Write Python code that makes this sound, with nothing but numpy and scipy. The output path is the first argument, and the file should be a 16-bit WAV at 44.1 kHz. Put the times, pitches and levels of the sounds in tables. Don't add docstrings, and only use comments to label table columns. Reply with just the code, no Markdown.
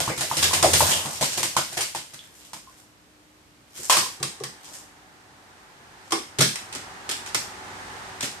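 import sys
import numpy as np
from scipy import signal
from scipy.fft import rfft, irfft
from scipy.io import wavfile
from scipy.ndimage import uniform_filter1d

SR = 44100
rng = np.random.default_rng(int(sys.argv[2]) if len(sys.argv) > 2 else 0)


def wav_record(signal):
    frames = np.transpose(np.atleast_2d(signal))
    bounded = np.clip(frames, -1, 1)
    quanta = np.round(bounded * 32767).astype(np.int16)
    wavfile.write(sys.argv[1], SR, quanta)


N = 370440
T = np.arange(N) / SR

# frequency in Hz, weight in dB.
TONE_COLOUR = [(18, -52), (40, -3), (200, -6.5), (2500, -22.5), (9000, -30.5), (14000, -24.5)]
TONE_DB = -58
HUM_HZ, HUM_DB = 301.5, -69.5
# time in seconds, level in dB.
ROAD_LEVEL = [(3.3, -81), (4.2, -53.5), (4.9, -59), (5.75, -56), (6.3, -53), (6.9, -46), (7.4, -44),
              (8.0, -42.5), (8.4, -46)]
# frequency in Hz, weight in dB.
ROAD_COLOUR = [(18, -48), (35, -3), (95, -5.5), (330, -8), (600, -10), (820, -4.5), (1150, -8),
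               (1850, -9.5), (2400, -16.5), (11000, -28.5)]
# centre pitch in Hz, level in dB against the noise.
ROAD_DRONES = [(96, -15.5), (382, -17), (755, -16), (860, -17)]

# band centre in Hz, time to fall 60 dB in seconds, level in dB.
ROOM_BANDS = [(99, 0.14, -11.5), (278, 0.25, 2.5), (864, 0.23, 0.5), (2810, 0.38, 1.5), (9100, 0.41, -0.5)]
# frequency in Hz, side against mid in dB.
STEREO_WIDTH = [(60, -5), (200, -10.5), (700, -3), (1300, 1), (15000, -1)]
# frequency in Hz, gain in dB.
MIC_RESPONSE = [(20, -22), (55, 0), (9300, 7), (10500, -2.5), (13500, -2), (14600, -82)]
# frequency in Hz, gain in dB.
PORT_LEAN = [(300, 0), (4000, -1), (12000, 1.5)]
TOP_HZ, SQUASH = 15200, 1.05

# time in seconds, level in dB.
BATH_LEVEL = [(0, -32), (.14, -50), (.45, -31), (.6, -34.5), (.85, -26.5), (1.0, -37), (1.5, -43),
              (2.2, -58.5), (2.85, -65)]
# start in seconds, hold in seconds, level in dB.
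SHAKES = [(2.37, 0.084, -57.5), (3.771, 0.065, -47), (3.942, 0.007, -31.5), (4.67, 0.0055, -48),
          (4.744, 0.02, -51), (6.07, .045, -55.5)]
RISE_DB_PER_S, FALL_DB_PER_S = 260, 164
# frequency in Hz, weight in dB.
SPRAY_COLOUR = [(700, -62), (1300, 3), (3000, 4), (8900, 2.5), (14000, 8.5)]
# frequency in Hz, weight in dB.
CHURN_COLOUR = [(50, -49), (85, 6), (230, -7), (1100, -4.5), (1900, -30)]
CHURN_DB, CHURN_LAG_S = -9, 0.037
BOOM_DB, BOOM_S = 41.5, 0.27
# start in seconds, length in seconds, level in dB, centre pitch in Hz.
BUBBLE_CLOUDS = [(0.097, 0.049, -28, 2220), (0.427, 0.025, -14, 3560), (0.918, 0.09, -16, 2980),
                 (3.899, 0.24, -22.5, 1048)]
CLOUD_SPREAD_OCT, CLOUD_CYCLES, CLOUD_FADE_DB = 0.13, 4.6, 20
FIZZ_DB, FIZZ_HZ, FIZZ_OCT = 8, 1500, 2.45

# time in seconds, claw level in dB, low push in dB, wall ring in dB,
# sharpness in dB.
GRIPS = [(4.2, -33, -24.5, -38, -9.5), (4.2286, -10, -31, -40.5, 3), (4.4011, -32.5, -31.5, -41.5, -7),
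         (4.4367, -17, -34, -45.5, 0), (6.107, -22, -51, -43, -2), (6.1208, -8, -38, -22.5, -3)]
# time in seconds, claw level in dB, board ring in dB, sharpness in dB,
# scrape decay in ms.
STEPS = [(6.3856, -6.5, -24, -8, 7.1), (6.4067, -1.5, -20.5, 6, 16), (6.5568, -11.5, -66, -5, 3.6),
         (6.726, -23, -51, 6, 13), (6.751, -20.5, -38, 12.5, 10), (7.092, -13, -40, 10, 8.),
         (7.1117, -16, -41, -11, 15), (7.262, -24, -58, 2, 17), (7.346, -4, -31, -9, 6.3),
         (8.2071, -15.5, -54, -6, 9.8), (8.226, -15, -31.5, -15, 20.6)]
# pitch in Hz, level in dB, 60 dB decay in seconds.
WALL_MODES = [(137.4, -7.5, 0.16), (352, -1.5, 0.17), (426, 2.5, 0.068), (781, -7, 0.14),
              (1160, 11.5, 0.079)]
# pitch in Hz, level in dB, 60 dB decay in seconds.
BOARD_MODES = [(128.3, -8.5, 0.18), (272, -2.5, 0.11), (387, 8.5, 0.033), (599, -7.5, 0.06),
               (1387, -2.5, 0.058)]
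RIM_SCRAPE_MS, CLAW_RISE_MS = 5.2, 0.76
RIM_TREBLE_DB, FLOOR_TREBLE_DB = 6, 2.5
WEIGHT_LAG_S = 0.00293
HEAVY_DB, HEAVY_SLOPE = 32.5, 2

# time in seconds, crack level in dB, plop level in dB,
# plop starting pitch in Hz, sharpness in dB, tub slosh in dB.
SLAPS = [(0.0034, -17.5, -38.5, 700, 23, -33), (0.0773, -20, -23.5, 1004, -4, -22.5),
         (0.0993, -44, -33, 560, 8, -31), (0.177, -17, -30, 1130, -20, -33),
         (0.208, -11.5, -30.5, 686, -5, -34.5), (0.313, -18.5, -24, 1030, -1, -33.5),
         (0.3675, -10, -31, 500, -23.5, -27), (0.4271, -6.5, -33.5, 1085, 9.5, -28.5),
         (0.532, -6.5, -26.5, 990, -2, -29), (0.626, -4.5, -13, 947, -36, -24),
         (0.6441, -11.5, -19, 672, 10, -22), (0.732, -2.5, -26, 514, -31, -25.5),
         (0.8059, -9, -17.5, 895, 10, -26), (0.9085, -11, -30.5, 970, -13, -34.5),
         (1.054, -21, -28.5, 1040, -4, -28.5), (1.2096, -11.5, -22.5, 683, -41, -26.5),
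         (1.2265, -13.5, -33, 966, 18, -29.5), (1.3738, -12, -30.5, 763, -14, -26.5),
         (1.4312, -12, -38, 1070, 18, -31.5), (1.5663, -9, -21, 1003, 10.5, -25.5),
         (1.725, -25.5, -48, 690, 4, -46), (1.7699, -13, -27, 730, -14, -35),
         (1.807, -11.5, -52, 1040, 4, -39), (1.9487, -19, -32.5, 850, 6, -35),
         (2.135, -28.5, -55, 660, -2, -47), (2.533, -25.5, -41.5, 970, 12.5, -42.5),
         (3.79, -47, -43, 424, -18, -41.5), (3.8977, -2, -19, 1040, 11, -59),
         (3.922, -9.5, -19, 1006, -1, -43), (3.9686, -8, -27, 1160, 15, -29)]
# time in seconds, level in dB, starting pitch in Hz, decay in cycles.
DRIPS = [(0.51, -25, 1000, 5), (2.192, -33, 3350, 4.7), (2.673, -45, 1044, 13), (4.409, -26, 410, 2.5)]
# pitch in Hz, level in dB, 60 dB decay in seconds.
BOTTOM_MODES = [(87.2, -10.5, 0.18), (138.8, -2, 0.14), (196.5, 2.5, 0.043), (334.6, -4, 0.13)]
SLAP_TREBLE_DB, SLAP_RISE_MS = 0.5, 1.27
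POCKET_CYCLES, POCKET_GLIDE = 2.9, .15
MODE_SCATTER = .025
TWIN, TWIN_APART = .5, .04


def undb(db):
    return 10 ** (np.asarray(db) / 20)


def level(x, db):
    return x * undb(db) / np.sqrt(np.mean(x ** 2))


def colour(x, points):
    hz, db = np.transpose(points)
    bins = np.arange(x.shape[-1] // 2 + 1) * SR / x.shape[-1] + 1
    gain = undb(np.interp(np.log(bins), np.log(hz), db))
    return irfft(rfft(x) * gain, x.shape[-1])


def diffuse(size):
    mid, side = rng.standard_normal((2, size))
    return mid + colour(side, STEREO_WIDTH) * np.array([[1], [-1]])


def walk(rate):
    k = int(SR / rate)
    held = np.repeat(rng.standard_normal(N // k + 1), k)
    return uniform_filter1d(uniform_filter1d(held, k), k)[:N]


def add(out, sound, s):
    i = int(s * SR)
    n = min(sound.shape[-1], N - i)
    out[:, i:i + n] += sound[..., :n]


def drone(hz, db):
    wavering_hz = hz * (1 + 0.014 * walk(12))
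    tone = np.sin(2 * np.pi * np.cumsum(wavering_hz) / SR)
    return level(tone, db) * undb(2 * walk(3.1))


def road():
    noise = level(colour(diffuse(N), ROAD_COLOUR), 0)
    drones = sum(drone(hz, db) for hz, db in ROAD_DRONES)
    s, db = np.transpose(ROAD_LEVEL)
    return (noise + drones) * undb(np.interp(T, s, db) + walk(5.1))


def background():
    tone = level(colour(diffuse(N), TONE_COLOUR), TONE_DB)
    return tone + drone(HUM_HZ, HUM_DB) + road()


def echoes():
    t = T[:SR // 2]
    tail = 0
    for hz, t60, db in ROOM_BANDS:
        band = colour(diffuse(len(t)), [(hz / 5, -40), (hz / 1.64, 0), (hz * 1.79, 0), (hz * 5, -40)])
        tail = tail + undb(db) * band * 1000 ** (-t / t60)
    return tail * np.clip(t / 0.0007, 0, 1) * undb(-33.5)


def room(x, count=4):
    turn = np.arange(N) // 300 % count
    wet = 0
    for k in range(count):
        part = (x[0] * (turn == k))[None]
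        wet = wet + signal.fftconvolve(part, echoes(), axes=1)[:, :N]
    return wet


def wetness():
    power = undb(np.interp(T, *np.transpose(BATH_LEVEL), right=-120)) ** 2
    for s, hold, db in SHAKES:
        rise = RISE_DB_PER_S * np.maximum(s - T, 0)
        fall = FALL_DB_PER_S * np.maximum(T - s - hold, 0)
        power = power + undb(db - rise - fall) ** 2
    return np.sqrt(power)


def droplets():
    size_db = np.minimum(3.7 * rng.exponential(size=(2, N)), 14.5)
    hits = rng.random((2, N)) < 1300 / SR
    ticks = colour(hits * undb(size_db) * rng.standard_normal((2, N)), SPRAY_COLOUR)
    drops = 0
    for hz in (1560, 3020, 5600, 7500, 11340):
        band = colour(ticks, [(hz / 2.2, -20), (hz, 0), (hz * 2.2, -20)])
        drops = drops + band * undb(6.0 * walk(22))
    return level(drops, 0) * undb(2.8 * walk(30.23))


def churning(wet):
    churn = level(colour(diffuse(N), CHURN_COLOUR), 0) * undb(2.5 * walk(22))
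    step = 1 / (CHURN_LAG_S * SR)
    stir = signal.lfilter([step], [1, step - 1], wet, zi=wet[:1])[0]
    return churn * stir * undb(CHURN_DB)


def tub_boom(wet):
    hz = BOTTOM_MODES[0][0]
    noise = colour(rng.standard_normal(N), [(hz / 1.4, -40), (hz, 0), (hz * 1.53, -40)])
    drive = uniform_filter1d(wet * undb(CHURN_DB), int(BOOM_S * SR))
    return level(noise, BOOM_DB) * drive ** 2


def spray():
    wet = wetness()
    return droplets() * wet + churning(wet) + tub_boom(wet)


def bubble(hz, cycles, glide=0.016):
    turns = hz * T[:int(5 * cycles * SR / hz)]
    tone = np.sin(2 * np.pi * turns * (1 + glide * turns / (2 * cycles)))
    return tone * np.exp(-turns / cycles) * (1 - np.exp(-2 * turns))


def fizz():
    out, wet = np.zeros((2, N)), wetness()
    for s, length, db, hz in BUBBLE_CLOUDS:
        for late, size, tune, side in rng.random((40, 4)):
            pitch = hz * 2 ** (CLOUD_SPREAD_OCT * (2 * tune - 1))
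            gain = undb(db - CLOUD_FADE_DB * late ** 2 - 10 * size)
            pocket = bubble(pitch, CLOUD_CYCLES) * gain
            add(out, pocket * np.array([[1 - side], [side]]), s + length * late)
    for when, size, tune, side in rng.random((1600, 4)):
        gain = undb(FIZZ_DB - 40 * size) * wet[int(when * N)]
        pocket = bubble(FIZZ_HZ * 2 ** (FIZZ_OCT * tune), 1.64) * gain
        add(out, pocket * np.array([[1 - side], [side]]), when * N / SR)
    return out


def ring(modes, push_ms, chance):
    t = T[:SR // 2]
    twin = rng.random((len(modes), 2))
    total = 0
    for (hz, db, t60), c, (apart, phase) in zip(modes, chance, twin):
        tone = np.sin(2 * np.pi * hz * (1 + MODE_SCATTER * c) * t)
        beat = 1 + TWIN * np.sin(2 * np.pi * (TWIN_APART * hz * (1 + apart) * t + phase))
        total = total + undb(db) * tone * 1000 ** (-t / t60) * beat
    return (1 - np.exp(-t * 1000 / push_ms)) * total


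def crack(rise_ms, ms, sharp_db, tilt_db, low_hz, tick_db=7.0):
    t = T[:8192] * 1000
    grain = np.minimum(rng.exponential(size=len(t) // 64), 3).repeat(64)
    noise = diffuse(len(t)) * undb(3.7 * grain)
    shape = (1 - np.exp(-t / rise_ms)) * np.exp(-t / max(ms, .5))
    trail = noise * shape
    burst = trail * np.sqrt(np.sum(shape ** 2) / np.sum(trail ** 2, axis=1, keepdims=True))
    burst[[0, 1], rng.integers(0, 8, size=2)] += undb(sharp_db + tick_db)
    dull = signal.lfilter(*signal.butter(1, 3000., fs=SR), burst)
    tilted = 0.26 * (dull + undb(tilt_db) * (burst - dull))
    return signal.sosfilt(signal.butter(2, low_hz, "high", fs=SR, output="sos"), tilted)


def feet(table, modes, push_ms, treble_db):
    out = np.zeros((2, N))
    for s, db, low_db, ring_db, sharp_db, ms in table:
        chance = rng.standard_normal(len(modes))
        claw = crack(CLAW_RISE_MS, ms, sharp_db, treble_db, 270.0)
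        claw = signal.lfilter(*signal.butter(1, 9000., fs=SR), claw)
        add(out, undb(db) * claw, s)
        add(out, undb(low_db + 5.0) * ring(modes[:1], 3 * push_ms, chance), s + WEIGHT_LAG_S)
        add(out, undb(ring_db) * ring(modes[1:-1], push_ms, chance[1:]), s + WEIGHT_LAG_S)
        top_db = ring_db + 2 * min(sharp_db, 0)
        add(out, undb(top_db) * ring(modes[-1:], push_ms, chance[-1:]), s)
    return out


def rim_feet():
    grips = [row + (RIM_SCRAPE_MS,) for row in GRIPS]
    return feet(grips, WALL_MODES, 4.2, RIM_TREBLE_DB)


def floor_feet():
    steps = [(s, db, HEAVY_DB + HEAVY_SLOPE * ring_db, ring_db, sharp_db, ms)
             for s, db, ring_db, sharp_db, ms in STEPS]
    return feet(steps, BOARD_MODES, 2.65, FLOOR_TREBLE_DB)


def drips():
    out = np.zeros((2, N))
    for s, db, hz, cycles in DRIPS:
        add(out, undb(db) * bubble(hz, cycles), s)
    return out


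def slaps():
    out = np.zeros((2, N))
    for s, db, plop_db, hz, sharp_db, slosh_db in SLAPS:
        add(out, undb(db) * crack(SLAP_RISE_MS, 18.2, sharp_db, SLAP_TREBLE_DB, 560.0), s)
        chance = 2 * rng.standard_normal(len(BOTTOM_MODES))
        add(out, undb(slosh_db) * ring(BOTTOM_MODES, 5.0, chance), s)
        add(out, undb(plop_db + 7.5 + sharp_db / 2) * bubble(hz, 2.2), s)
        for late, size, tune, side in rng.random((11, 4)):
            pitch = hz * 2 ** (late ** 0.557 * (1.92 * tune - 1.3))
            gain = undb(plop_db - 5.8 * late - 7.6 * size)
            pocket = bubble(pitch, POCKET_CYCLES, POCKET_GLIDE) * gain
            add(out, pocket * np.array([[0.5 + side], [1.5 - side]]), s + .045 * late ** 1.6)
    return out


def scene():
    bird = spray() + fizz() + rim_feet() + floor_feet() + drips() + slaps()
    return background() + bird + room(bird)


def record(dry):
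    left = colour(dry[0], PORT_LEAN)
    right = colour(dry[1], [(hz, -db) for hz, db in PORT_LEAN])
    heard = colour(np.array([left, right]), MIC_RESPONSE)
    rounded = np.tanh(SQUASH * heard) / SQUASH
    return signal.sosfilt(signal.ellip(8, .2, 70, TOP_HZ, fs=SR, output="sos"), rounded)


dry = scene()
out = record(dry)
wav_record(out)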